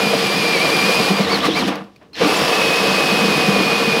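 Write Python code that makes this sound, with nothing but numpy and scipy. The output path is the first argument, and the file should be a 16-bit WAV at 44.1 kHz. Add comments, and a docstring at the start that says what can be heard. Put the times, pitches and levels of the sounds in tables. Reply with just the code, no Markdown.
"""A garage, one microphone close to a cordless drill driving a hole saw into a car's sheet-metal wing.
The teeth rasp and snag on the ringing panel while the motor whines and the gears rattle.
The saw binds four times and runs down, leaving faint room tone; the trigger clicks,
the motor controller squeals and the cut resumes."""
import sys
import numpy as np
from scipy import signal
from scipy.fft import rfft, irfft
from scipy.io import wavfile
from scipy.ndimage import uniform_filter1d

SR = 44100
rng = np.random.default_rng(int(sys.argv[2]) if len(sys.argv) > 2 else 0)


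def wav_out(sig):
    """Save sig, one row per channel (or a flat mono array), as 16-bit PCM at SR to the path in sys.argv[1]."""
    wavfile.write(sys.argv[1], SR, np.round(np.clip(np.atleast_2d(sig).T, -1, 1) * 32767).astype(np.int16))


N = 176400
T = np.arange(N) / SR


def from_db(db):
    """Decibels to gain."""
    return 10 ** (np.asarray(db) / 20)


def unit_rms(x):
    """Scale to unit power."""
    return x / np.sqrt(np.mean(x ** 2) + 1e-20)


def curves(rows):
    """Each column of a timed table at every sample."""
    times, *columns = np.transpose(rows)
    return [np.interp(T, times, column) for column in columns]


def drift(rate_hz):
    """Random wander of spread 1, mostly slower than rate_hz."""
    hz = np.arange(N // 2 + 1) * SR / N
    return unit_rms(irfft(rfft(rng.standard_normal(N)) / (1 + (hz / rate_hz) ** 2), N))


def lift_db(hz, resonances):
    """Lift that a set of resonances gives at a frequency."""
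    return sum(lift / (1 + (2 * (hz - centre) / width) ** 2) for centre, width, lift in resonances)


def colour(x, spectrum, resonances=()):
    """Causal filter with a broad spectrum and resonant lifts; white input keeps its power."""
    hz = np.arange(N + 1) * SR / (2 * N)
    knots_hz, knots_db = np.transpose(spectrum)
    db = np.interp(np.log(hz + 1), np.log(knots_hz), knots_db) + lift_db(hz, resonances)
    cepstrum = irfft(np.log(unit_rms(from_db(db))))
    cepstrum[1:N] *= 2  # fold to minimum phase
    cepstrum[N + 1:] = 0
    return irfft(rfft(x, 2 * N) * np.exp(rfft(cepstrum)))[:N]


def short_tones(rows):
    """Tones that swell and die within their length."""
    out = np.zeros(N)
    for start, length, hz, db in rows:
        swell = np.sin(np.pi * np.clip((T - start) / length, 0, 1))
        out += np.sqrt(2) * from_db(db) * swell * np.sin(2 * np.pi * hz * T)
    return out


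# The whine, close up (time [s], level [dB])
WHINE_LEVELS = [(0,-23.5),(.065,-23),(.09,-29),(.2,-31),(.3,-24.5),(.82,-21),(1.2,-27.5),(1.27,-38),(1.33,-24),(1.4,-54),(1.45,-24),(1.52,-54),(1.575,-18),(1.63,-47),(1.9,-78),(2.13,-73),(2.2,-30),(2.3,-29),(2.51,-32),(2.535,-22.5),(4,-24)]
# Its octave, crying out as the motor is dragged down (time [s], level [dB])
OCTAVE_LEVELS = [(0,-32),(.58,-31),(.78,-31),(.97,-29),(1.28,-37),(1.35,-22.5),(1.39,-37),(1.61,-29.5),(1.69,-43),(1.9,-78),(2.13,-82),(2.29,-36),(2.6,-35),(4,-36.5)]
# The housing rings as the octave sweeps through (frequency [Hz], width [Hz], lift [dB])
HOUSING_MODES = [(3325,130,8),(4000,330,7)]
# Weaker motor tones in steady cutting (order [cycles per turn], level [dB])
MOTOR_ORDERS = [(8,-42),(16,-35)]
WHINE_ORDER = 9  # cycles per motor turn


def motor(whine_hz, motor_turns):
    """A fluttering whine, its octave and weaker orders, all smeared by the loose shaft."""
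    def tone(order, backlash_turns=0.011):
        flutter = unit_rms(from_db(1.47 * drift(22) + 2.7 * drift(220)))
        shaft_turns = motor_turns + backlash_turns * drift(94)
        return np.sqrt(2) * flutter * np.sin(2 * np.pi * order * shaft_turns)
    whine = from_db(curves(WHINE_LEVELS)[0]) * tone(WHINE_ORDER, backlash_turns=0.0066)
    octave_db = curves(OCTAVE_LEVELS)[0] + lift_db(2 * whine_hz, HOUSING_MODES)
    octave = from_db(octave_db) * tone(2 * WHINE_ORDER)
    rattle_db = curves(GRIND_LEVELS)[0]
    running_db = rattle_db - np.median(rattle_db)  # the weaker orders follow the gears
    return whine + octave + sum(from_db(db + running_db) * tone(order) for order, db in MOTOR_ORDERS)


# Gears and chips, before trims and surges (time [s], rattle level [dB], hiss level [dB])
GRIND_LEVELS = [(0,-25.5,-34.5),(.5,-24,-34.5),(.88,-23,-31.5),(1.09,-23,-33),(1.13,-28.5,-36.5),(1.21,-26,-37),(1.26,-29,-42.5),(1.52,-29.5,-45.5),(1.68,-30,-44.5),(1.76,-44,-57),(1.86,-64,-70),(1.95,-64,-85),(2.125,-73,-84),(2.155,-35,-57),(2.21,-25,-41),(2.28,-23.5,-33.5),(3.1,-23.5,-34),(4,-25,-36.5)]
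# Their colours at the microphone (frequency [Hz], relative level [dB])
RATTLE_SPECTRUM = [(900,-33),(1700,0),(2200,-0.5),(2700,3),(3400,1.5),(3900,-0.5),(4900,-2.5),(5500,-3.5),(6300,-11.5),(15000,-61.5)]
HISS_SPECTRUM = [(3500,-27),(5500,-14),(6600,3.5),(7400,-0.5),(8000,1.5),(9600,-0.5),(11000,1),(12500,-4.5),(14000,-7.5),(16000,-10)]


def grinding(motor_turns):
    """Gear rattle and chip hiss, gritty and throbbing with the motor."""
    rattle_db, hiss_db = curves(GRIND_LEVELS)
    throb = 1 + 0.039 * np.cos(2 * np.pi * motor_turns)
    grit = unit_rms(throb * from_db(0.98 * drift(360)))
    rattle = grit * rng.standard_normal(N) * from_db(rattle_db + 0.5 + 0.47 * surge_db())
    hiss = grit * rng.standard_normal(N) * from_db(hiss_db - 0.5 + surge_db())
    return colour(rattle, RATTLE_SPECTRUM) + colour(hiss, HISS_SPECTRUM)


def teeth(speed):
    """Force of uneven tooth bites, denser at speed, over smooth rubbing; held at even power."""
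    bites = rng.random(N) < 1100 * (speed + .2) / SR
    sizes = from_db(1.5 * np.minimum(rng.exponential(1, N), 3)) * rng.choice([-1, 1], N)
    force = unit_rms(bites * sizes) + 0.75 * rng.standard_normal(N)
    return force / np.sqrt(uniform_filter1d(force ** 2, size=1500))


# The cut, before trims and swells (time [s], rumble level [dB], rasp level [dB])
CUT_LEVELS = [(0,-25,-17),(.2,-25.5,-21),(.55,-31.5,-19),(.7,-25,-18),(1.1,-27.5,-18),(1.27,-27.5,-21),(1.64,-25,-26.5),(1.72,-32.5,-22),(1.8,-41,-30.5),(1.94,-63,-57),(2.0,-67,-57),(2.02,-63,-42.5),(2.115,-64,-60.5),(2.2,-31,-24.5),(2.23,-22.5,-15),(2.35,-28.5,-17),(3.2,-24,-17.5),(4,-24,-19)]
# Its colours close to the wing (frequency [Hz], relative level [dB])
RUMBLE_SPECTRUM = [(30,-58),(50,-32),(75,-14.5),(115,-13),(155,2),(200,5.5),(250,1),(330,-13),(1300,-74)]
RASP_SPECTRUM = [(130,-24),(220,-16),(290,-1.5),(400,-0.5),(520,0),(750,-1.5),(880,-3.5),(1200,-4.5),(1350,-5),(1900,-10.5),(2600,-10),(5000,-25),(12000,-67)]
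# Resonances of the panel and saw cup (frequency [Hz], width [Hz], lift [dB])
PANEL_MODES = [(97,20,1),(197.2,10.7,8.5),(322,44,3),(460.3,43.4,10.5),(540,19,4),(744,65,4.5),(1003,45,4.5),(1158,92,6.5),(1782,30,6)]


def panel(speed, saw_turns):
    """The wing rumbles and rasps under the teeth, harder once in every turn of the saw."""
    rumble_db, rasp_db = curves(CUT_LEVELS)
    force = teeth(speed)
    thud, clang = snags()
    swing_db = 1.28 * np.cos(2 * np.pi * saw_turns + 4.4)
    chatter_db = 3 * drift(24)
    low_force = force * from_db(rumble_db - 1 + swing_db + chatter_db) + thud
    mid_force = force * from_db(rasp_db - 1.5 + 0.59 * swing_db + 0.81 * surge_db()) + clang
    rumble = colour(low_force, RUMBLE_SPECTRUM, PANEL_MODES)
    rasp = colour(mid_force, RASP_SPECTRUM, PANEL_MODES)
    return rumble + rasp + groan(force * from_db(rumble_db), speed)


# The garage behind the drill (frequency [Hz], relative level [dB])
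ROOM_SPECTRUM = [(25,-23),(80,9),(200,7),(500,4),(1500,-29),(5000,-21),(16000,-35)]


def room_tone():
    """Faint, low, steady noise of the garage."""
    return from_db(-53) * colour(rng.standard_normal(N), ROOM_SPECTRUM)


# Teeth snag on the panel (time [s], relative thud [dB], relative clang [dB], clang pitch [Hz])
SNAG_HITS = [(.06,-17,-24,476),(0.129,-23,-10,550),(0.474,-13,-37,496),(0.634,-10,-12.5,572),(.891,-12,-15,430),(.99,-9,-24,450),(1.097,-4,-11,316),(1.189,-4.5,-17,478),(1.479,-27,-12,455),(1.618,-16.5,-13,1010),
             (2.207,-20,-8.5,493),(2.795,-11.5,-31,497),(3.111,-8,-18,498),(3.239,-3,-13.5,433),(3.471,-6.5,-25,450),(3.55,-23,-11.5,454),(3.589,-19,-8,318),(3.869,-4.5,-17.5,453)]
SNAG_S, SLIP_HZ, CLANG_Q = 0.022, 195, 3.3


def snags():
    """Each snag is a short buzzing burst of force: a thud and a clang with a pitch of its own."""
    slip_hz = SLIP_HZ * (1 + .15 * drift(99.3))
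    slips = np.diff(np.floor(np.cumsum(slip_hz) / SR), prepend=0)
    buzz = unit_rms(slips * from_db(4.5 * drift(200)))
    scrape = unit_rms(buzz + 1.23 * rng.standard_normal(N))
    thud, clang = np.zeros(N), np.zeros(N)
    for start, thud_db, clang_db, hz in SNAG_HITS:
        progress = np.clip((T - start) / SNAG_S, 0, 1)
        burst = np.sqrt(np.sin(np.pi * progress ** 0.61).clip(0)) * (progress < 1)
        ring = signal.iirpeak(hz, CLANG_Q, fs=SR)
        thud += from_db(thud_db) * burst
        clang += from_db(clang_db) * signal.lfilter(*ring, burst * scrape + 1e-18)
    return 0.25 * thud * buzz, 1.24 * clang


# The groaning panel (low edge [Hz], high edge [Hz], level against the driving force [dB])
GROAN_BANDS = [(89.9,106,-18.5),(277,356,2)]


def groan(force, speed):
    """Below 89% of full speed the teeth dig deeper and work the panel's low bands."""
    labour = np.clip((0.89 - speed) / 0.043, 0, 1)
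    out = np.zeros(N)
    for low, high, db in GROAN_BANDS:
        band = signal.butter(2, [low, high], "band", fs=SR, output="sos")
        out += from_db(db) * signal.sosfilt(band, force) * np.sqrt(SR / 2 / (high - low))
    return labour * out


# The saw frees itself between binds (centre time [s], length [s], hiss lift [dB])
FREED_BITES = [(1.341,0.14,6),(1.458,0.071,10),(1.588,0.09,8.5),(1.685,0.03,8)]


def surge_db():
    """Swells of level while the freed saw bites again."""
    return sum(db * np.cos(np.pi * np.clip((T - centre) / length, -.5, .5))
               for centre, length, db in FREED_BITES)


# Brief notes from the metal (time [s], length [s], pitch [Hz], level [dB])
CATCH_NOTES = [(1.433,0.031,1160,-17),(1.474,0.033,305,-15),(2.238,0.049,300,-16.5),(2.36,.022,7300,-32)]


def catches():
    """The saw catches and the metal sings on one note."""
    return short_tones(CATCH_NOTES)


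# Trigger and clutch, close up (time [s], level [dB])
TRIGGER_CLICKS = [(1.755,-27),(1.84,-45),(1.961,-43.5),(2.029,-55),(2.132,-42)]
# Their plastic colour (frequency [Hz], relative level [dB])
CLICK_SPECTRUM = [(500,-18),(1700,-8),(2500,8),(3300,-11),(4500,-4),(8000,-21),(16000,-20)]


def trigger(decay_s=0.0049):
    """Small plastic clicks, each a fast-dying burst of noise."""
    envelope = sum(from_db(db) * (T >= start) * np.exp(-np.abs(T - start) / decay_s)
                   for start, db in TRIGGER_CLICKS)
    return colour(envelope * rng.standard_normal(N), CLICK_SPECTRUM)


# Chirps at the restart (time [s], length [s], pitch [Hz], level [dB])
SQUEAL_NOTES = [(2.132,0.0063,4200,-38),(2.139,0.0064,5310,-42),(2.143,0.0087,4220,-33)]


def controller_squeal():
    """The motor controller squeals as the drill starts."""
    return short_tones(SQUEAL_NOTES)


# The motor's speed, heard as its whine (time [s], pitch [Hz])
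WHINE_PITCH = [(0,2440),(.04,2447),(.08,2372),(.12,2500),(.165,2390),(.225,2510),(.27,2374),(.325,2350),(.385,2482),(.44,2373),(.53,2400),(.58,2204),(.645,2436),(.715,2330),(.745,2418),(.795,2390),(.825,2370),(.885,2497),(.917,2385),(.965,2492),(1.04,2372),(1.09,2455),(1.15,2347),(1.195,2450),
               (1.27,1802),(1.305,2204),(1.333,2280),(1.365,2015),(1.395,1490),(1.455,2164),(1.5,1700),(1.525,1667),(1.565,2306),(1.588,2396),(1.615,1869),(1.638,1420),(1.685,1746),(1.76,1086),(1.92,151),
               (2.13,150),(2.2,2250),(2.25,2310),(2.29,2590),(2.47,2690),(2.52,2578),(2.59,2578),(2.62,2546),(2.69,2545),(2.725,2503),(2.79,2558),(2.845,2515),(2.93,2544),(2.96,2519),(3.06,2543),(3.1,2508),(3.21,2526),(3.335,2486),(3.39,2516),(3.49,2470),(3.525,2503),(3.57,2443),(3.77,2490),(3.81,2433),(3.845,2515),(3.915,2440),(4,2477)]
FULL_SPEED_HZ, WHINE_CYCLES_PER_SAW_TURN = 2463, 255


def scene():
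    """One motor speed drives whine, gears and saw; the same mono signal goes to both channels."""
    whine_hz = curves(WHINE_PITCH)[0] * (1 + 0.0025 * drift(30.8))
    cycles = np.cumsum(whine_hz) / SR
    motor_turns = cycles / WHINE_ORDER
    garage = room_tone()
    wing = panel(whine_hz / FULL_SPEED_HZ, cycles / WHINE_CYCLES_PER_SAW_TURN) + catches()
    drill = grinding(motor_turns) + motor(whine_hz, motor_turns) + trigger() + controller_squeal()
    mono = garage + wing + drill
    return np.array([mono, mono])


def record(dry):
    """The microphone chain rounds the peaks and cuts the top treble."""
    low_pass = signal.ellip(12, .1, 90, 15750, fs=SR, output="sos")
    return signal.sosfilt(low_pass, 1.262 * np.tanh(dry / 1.144))


dry = scene()
out = record(dry)
wav_out(out)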